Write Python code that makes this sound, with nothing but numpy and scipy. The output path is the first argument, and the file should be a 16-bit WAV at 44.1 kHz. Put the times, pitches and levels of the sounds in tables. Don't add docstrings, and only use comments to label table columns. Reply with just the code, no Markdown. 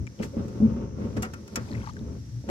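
import sys
import numpy as np
from scipy import signal
from scipy.fft import rfft, irfft, next_fast_len
from scipy.io import wavfile
from scipy.ndimage import map_coordinates

SR = 44100
rng = np.random.default_rng(int(sys.argv[2]) if len(sys.argv) > 2 else 0)


def wrap_up_sound(samples):
    columns = np.atleast_2d(samples).T
    tamed = np.clip(columns, -1, 1)
    steps = np.round(tamed * 32767).astype(np.int16)
    wavfile.write(sys.argv[1], SR, steps)


N = 110250


def amp(db):
    return 10 ** (np.asarray(db) / 20)


def unit_rms(x):
    return x / np.sqrt(np.mean(x ** 2) + 1e-20)


def curve_at(points, hz):
    point_hz, values = np.transpose(points)
    return np.interp(np.log(hz + 1), np.log(point_hz + 1), values)


def envelope(points):
    return amp(np.interp(np.arange(N) / SR, *np.transpose(points)))


def filtered(x, response):
    n = x.shape[-1]
    n_fft = next_fast_len(n + 8192)
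    return irfft(rfft(x, n_fft) * response(np.fft.rfftfreq(n_fft, 1 / SR)), n_fft)[..., :n]


def lowpass(x, cut_hz, slope):
    return filtered(x, lambda hz: 1 / (1 + (hz / cut_hz) ** slope))


def add(out, start_s, sound):
    i = max(0, min(N - 1, round(start_s * SR)))
    out[:, i:i + sound.shape[-1]] += sound[..., :N - i]


# frequency in Hz, left-right coherence from 0 to 1.
COHERENCE = [(60, 0.92), (150, 0.89), (290, 0.81), (640, 0.81), (1400, 0.037), (5500, 0.017), (7500, 0.97),
             (15000, 1)]
def width_rad(hz):
    return np.arccos(np.clip(curve_at(COHERENCE, hz), -1, 1)) / 2


def spread(pair, spectrum):
    blend = lambda hz: [np.cos(width_rad(hz)), np.sin(width_rad(hz))]
    mid, side = filtered(pair, lambda hz: amp(curve_at(spectrum, hz)) * blend(hz))
    return unit_rms(np.array([mid + side, mid - side]))


def noise(spectrum, n=N):
    return spread(rng.standard_normal((2, n)), spectrum)


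def ring(modes, t, scatter_db):
    out = np.zeros((2, len(t)))
    for k, (hz, db, t60_s) in enumerate(modes):
        skew_rad = (-1) ** k * width_rad(hz) * np.array([[1], [-1]])
        decay = amp(db + scatter_db * rng.standard_normal() - 60 * t / t60_s)
        out += decay * np.sin(2 * np.pi * hz * t + skew_rad)
    return out


# frequency in Hz, spectral density in dB.
AIR_SPECTRUM = [(30, -17.5), (200, 7.5), (500, -2), (1000, -11), (2000, -10.5), (4000, -26), (8000, -34.5),
                (16000, -92)]
INSECT_SPECTRUM = [(3000, -59.5), (4500, -29), (5400, 0.5), (6300, 0), (7200, -19.5), (8500, -56.5)]
def shore(air_db=-58, insects_db=-63):
    return amp(air_db) * noise(AIR_SPECTRUM) + amp(insects_db) * noise(INSECT_SPECTRUM)


# time in seconds, level in dB.
WASH_LEVELS = [(0, -25.5), (.16, -50), (.25, -30), (.35, -45), (.46, -34), (.55, -38.5), (.66, -25.5),
               (.8, -32.5), (.96, -35.5), (1.15, -32), (1.45, -45.5), (1.62, -35), (1.8, -35),
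               (1.92, -37.5), (2.1, -33), (2.3, -39.5)]
SPRAY_LEVELS = [(0, -68.5), (.2, -63), (.235, -55), (.3, -63), (.6, -63.5), (.93, -71.5), (1.0, -64),
                (1.45, -64), (1.62, -58), (1.9, -62), (2.05, -65.5), (2.28, -63.5)]
# frequency in Hz, spectral density in dB.
WASH_SPECTRUM = [(20, -42), (40, -33.5), (62, 4), (90, 3.5), (120, 5), (160, -4), (250, -6), (500, -27.5),
                 (1500, -79)]
SPRAY_SPECTRUM = [(500, -10.5), (2000, -1), (5000, 11), (8200, 0), (11000, -1), (15000, -13)]
def water(wash_db=-2, spray_db=1, grain_db=4):
    droplets = rng.standard_normal((2, N)) * amp(grain_db * rng.standard_normal(N))
    wash = amp(wash_db) * envelope(WASH_LEVELS) * noise(WASH_SPECTRUM)
    spray = amp(spray_db) * envelope(SPRAY_LEVELS) * spread(droplets, SPRAY_SPECTRUM)
    return wash + spray


# frequency in Hz, spectral density in dB.
CONTACT_SPECTRUM = [(200, -13), (600, 4), (1300, 7.5), (2500, 2), (4000, -3.5), (5800, 2), (8000, -4.5),
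                    (11000, -9.5), (15000, -14.5)]
def contact_noise(t):
    return noise(CONTACT_SPECTRUM, len(t))


def trickle(count=140, start_s=1.65, end_s=1.91, mid_hz=1950, octaves=3.4, floor_db=-58):
    return [(start_s + when * (end_s - start_s), mid_hz * 2 ** (octaves * (pitch - .5)),
             floor_db + 12 * strength ** 2)
            for when, pitch, strength in rng.random((count, 3))]


# start in seconds, length in seconds, middle pitch in Hz, level in dB.
SPLASHES = [(0.189, 0.017, 2590, -53.5), (0.223, 0.016, 2370, -44.5), (1.741, .022, 2005, -49),
            (1.83, .04, 1174, -47), (1.847, 0.074, 5300, -48)]
def splashes(drops_each=18, octaves=0.934):
    return [(start_s + when * length_s, mid_hz * 2 ** (octaves * (pitch - .5)), db + 10 * (strength - .5))
            for start_s, length_s, mid_hz, db in SPLASHES
            for when, pitch, strength in rng.random((drops_each, 3))]


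# start in seconds, bubble pitch in Hz, level in dB.
DROPS = [(.069, 2320, -37.5), (.074, 2270, -35), (0.068, 7150, -39.5), (.233, 1600, -42),
         (.2345, 2730, -42), (.2355, 4320, -38.5), (1.716, 4270, -36), (1.726, 1860, -38.5),
         (1.733, 4100, -40), (1.752, 2080, -34.5), (1.807, 1430, -43), (1.817, 2130, -42.5),
         (1.872, 874, -33), (1.873, 1134, -33), (1.89, 993, -35), (1.895, 1194, -36.5),
         (1.935, 7050, -42.5), (1.967, 1530, -37), (1.992, 3700, -46.5)]
def drips(t60_cycles=27, pitch_rise=0.033, splat_hz=8500, splat_db=-13, splat_s=.003):
    out, t = np.zeros((2, N)), np.arange(SR // 10) / SR
    pan_db, max_lag_s = np.array([[4], [-4]]), 3.38e-5
    fine_drops = trickle()
    for start_s, hz, db in DROPS + splashes() + fine_drops:
        lag_s = np.array([[0], [rng.uniform(0, max_lag_s)]])
        age = np.maximum(t - lag_s, 0) * hz / t60_cycles
        phase = 2 * np.pi * t60_cycles * age * (1 + pitch_rise * age / 2)
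        bubble = np.sin(phase) * amp(-60 * age) * (1 - np.exp(-age / .07))
        splat = lowpass(contact_noise(t), splat_hz, slope=4) * np.exp(-t / splat_s)
        add(out, start_s, amp(db + pan_db) * (2 * bubble + amp(splat_db) * splat))
    return out


TUBE_MODES = {"near": [(740, 0), (1152, 0), (1285, 0.5), (1380, 4.5), (1935, 4.5), (2800, 2), (5460, -6.5),
              (6020, -4), (6680, -6), (7540, 5.5)], "far": [(1114, -5), (1281, -6), (1385, 3.5), (1830, -4),
              (2540, -2.5), (5330, -1), (5660, -7), (6230, -2), (6730, -6), (7650, -9.5), (8050, -10.5)]}
def oar_tube(oar, t60_at_1khz_s=0.18, damping_power=.8):
    return [(hz, db, t60_at_1khz_s * (hz / 1000) ** -damping_power) for hz, db in TUBE_MODES[oar]]


# start in seconds, level in dB, treble shelf in dB, chatter time in seconds, oar.
CLACKS = [(0.224, -40.5, -0.5, 0.025, "far"), (0.481, -53, 10.5, 0.0037, "far"),
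          (1.166, -33.5, -11.5, 0.013, "far"), (1.2219, -41, 14, 0.012, "near"),
          (1.2291, -30, -5.5, 0.005, "near"), (1.246, -33.5, -11.5, 0.013, "near"),
          (1.3353, -36.5, -2.5, 0.0069, "far"), (1.477, -48, 5, 0.0051, "far"),
          (1.557, -27, 11.5, 0.003, "far"), (1.561, -35, 12, 0.0038, "far"),
          (1.5659, -30.5, -12, 0.011, "far"), (2.488, -33.5, -12.5, 0.013, "near")]
def oarlock_clacks(ring_db=-7, crack_db=-2, tail_db=-13, tail_s=0.047, tail_hz=2200, shelf_hz=3800):
    out, t = np.zeros((2, N)), np.arange(SR // 4) / SR
    attack = 1 - np.exp(-t / .0008)
    for start_s, db, treble_db, chatter_s, oar in CLACKS:
        crack = amp(crack_db) * contact_noise(t) * np.exp(-(t / chatter_s) ** 2 / 2)
        tail = amp(tail_db) * lowpass(contact_noise(t), tail_hz, slope=4) * np.exp(-t / tail_s)
        build_up = 1 - np.exp(-2 * t / chatter_s)
        clank = amp(ring_db) * ring(oar_tube(oar), t, scatter_db=0.93)[0] * build_up
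        hit = (crack + tail) * attack + clank
        shelf = lambda hz: amp(treble_db * hz ** 2 / (hz ** 2 + shelf_hz ** 2))
        add(out, start_s, amp(db) * filtered(hit, shelf))
    return out


# frequency in Hz, level in dB, T60 in seconds.
HULL_MODES = [(64.6, -27.5, .2), (86, -10.5, 0.14), (117.7, -5, 0.17), (219.76, 6, 0.11), (278, 1, 0.076),
              (424.2, -2.5, 0.12), (506.6, 0.5, 0.069), (558.3, -3, 0.074), (655, -11.5, 0.13),
              (909.4, -21, 0.32)]
# start in seconds, level in dB, contact cut-off in Hz.
KNOCKS = [(0.2005, -24, 900), (.368, -19, 276), (.402, -19, 273), (0.603, -16, 252), (0.617, -25.5, 592),
          (0.984, -33, 800), (1.048, -30.5, 450), (1.168, -22, 960), (1.573, -27.5, 724),
          (1.709, -24.5, 300), (2.012, -18, 140), (2.439, -36, 1400), (2.491, -20, 1190)]
def hull_knocks(attack_s=0.0008, gain_db=-5):
    out, t = np.zeros((2, N)), np.arange(SR // 3) / SR
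    attack = (1 - np.exp(-t / attack_s)) ** 2
    for start_s, db, cut_hz in KNOCKS:
        modes = [(hz, mode_db - 10 * np.log10(1 + (hz / cut_hz) ** 4), t60_s)
                 for hz, mode_db, t60_s in HULL_MODES]
        add(out, start_s, amp(db + gain_db) * ring(modes, t, scatter_db=1.2) * attack)
    return out


# time in seconds, level in dB.
PIVOT_LOAD = [(0, -45), (.1, -53.5), (.18, -50), (.2, -30.5), (.31, -46), (.39, -30.5), (.5, -39),
              (.65, -34.5), (.84, -34), (.94, -43), (1.03, -30.5), (1.13, -38), (1.22, -31.5),
              (1.32, -44.5), (1.5, -46.5), (1.58, -32.5), (1.66, -46.5), (1.77, -34), (1.88, -55.5),
              (2.0, -42.5), (2.17, -40.5), (2.25, -94), (2.41, -89.5), (2.5, -22.5)]
# frequency in Hz, spectral density in dB.
RUB_SPECTRUM = [(60, -39), (150, -4.5), (225, 5), (300, 6), (430, -2.5), (560, -2.5), (720, -9),
                (1300, -14.5), (1800, -26), (3000, -28), (5000, -38), (9000, -57)]
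def pivot_grind(slips_per_s=900, hull_db=-3, rub_db=-4.5, metal_db=-23):
    t = np.arange(SR // 4) / SR
    slips = (rng.random(N) < slips_per_s / SR) * rng.choice([-1, 1], (2, N))

    def shaken(modes):
        response = ring(modes, t, scatter_db=0)
        return unit_rms(signal.fftconvolve(slips[:1], response, axes=1)[:, :N])

    tubes = shaken(oar_tube("near") + oar_tube("far"))[0]
    metal = amp(metal_db) * lowpass(tubes, cut_hz=2500, slope=2)
    rub = amp(rub_db) * spread(slips, RUB_SPECTRUM)
    hull = amp(hull_db) * shaken(HULL_MODES)
    return envelope(PIVOT_LOAD) * (rub + hull + metal)


# start in seconds, length in seconds, pitch in Hz, level in dB.
GROANS = [(0.334, 0.011, 549, -34.5), (0.618, 0.04, 223.4, -11), (.682, 0.039, 225.7, -23.5),
          (.74, 0.043, 232, -29), (1.04, 0.034, 223.7, -31), (1.161, 0.05, 226.5, -29),
          (1.749, 0.038, 110.1, -26.5), (2.32, 0.084, 119, -31)]
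def hull_groans(rise_s=.007, release_s=0.012, waver=0.007, drift_per_s=60, overtone_db=-32):
    out, t = np.zeros((2, N)), np.arange(SR // 4) / SR
    for start_s, length_s, hz, db in GROANS:
        drift = map_coordinates(rng.standard_normal(32), [t * drift_per_s], mode="nearest")
        phase = 2 * np.pi * np.cumsum(hz * (1 + waver * drift)) / SR
        swell = (1 - np.exp(-t / rise_s)) * np.exp(-np.maximum(t - length_s, 0) / release_s)
        tone = np.sin(phase) + amp(overtone_db) * np.sin(2 * phase)
        add(out, start_s, amp(db) * swell * tone)
    return out


# frequency in Hz, left minus right level in dB.
BOAT_BALANCE = [(60, 1), (120, 3), (220, 1.5), (400, 0.5), (1300, 1.4), (4400, 1.5), (12000, -0.5)]
def scene(left_lead_s=.00026):
    sides = np.array([[.5], [-.5]])
    boat = pivot_grind() + hull_knocks() + hull_groans() + oarlock_clacks() + water()
    boat = filtered(boat, lambda hz: amp(curve_at(BOAT_BALANCE, hz) * sides))
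    mix = boat + drips() + shore()
    return filtered(mix, lambda hz: np.exp(2j * np.pi * hz * left_lead_s * sides))


def record(dry, low_cut_hz=46, order=3, top_hz=15800):
    highpass = signal.butter(order, low_cut_hz, "highpass", fs=SR, output="sos")
    return lowpass(signal.sosfilt(highpass, dry), top_hz, slope=120)


dry = scene()
out = record(dry)
wrap_up_sound(out)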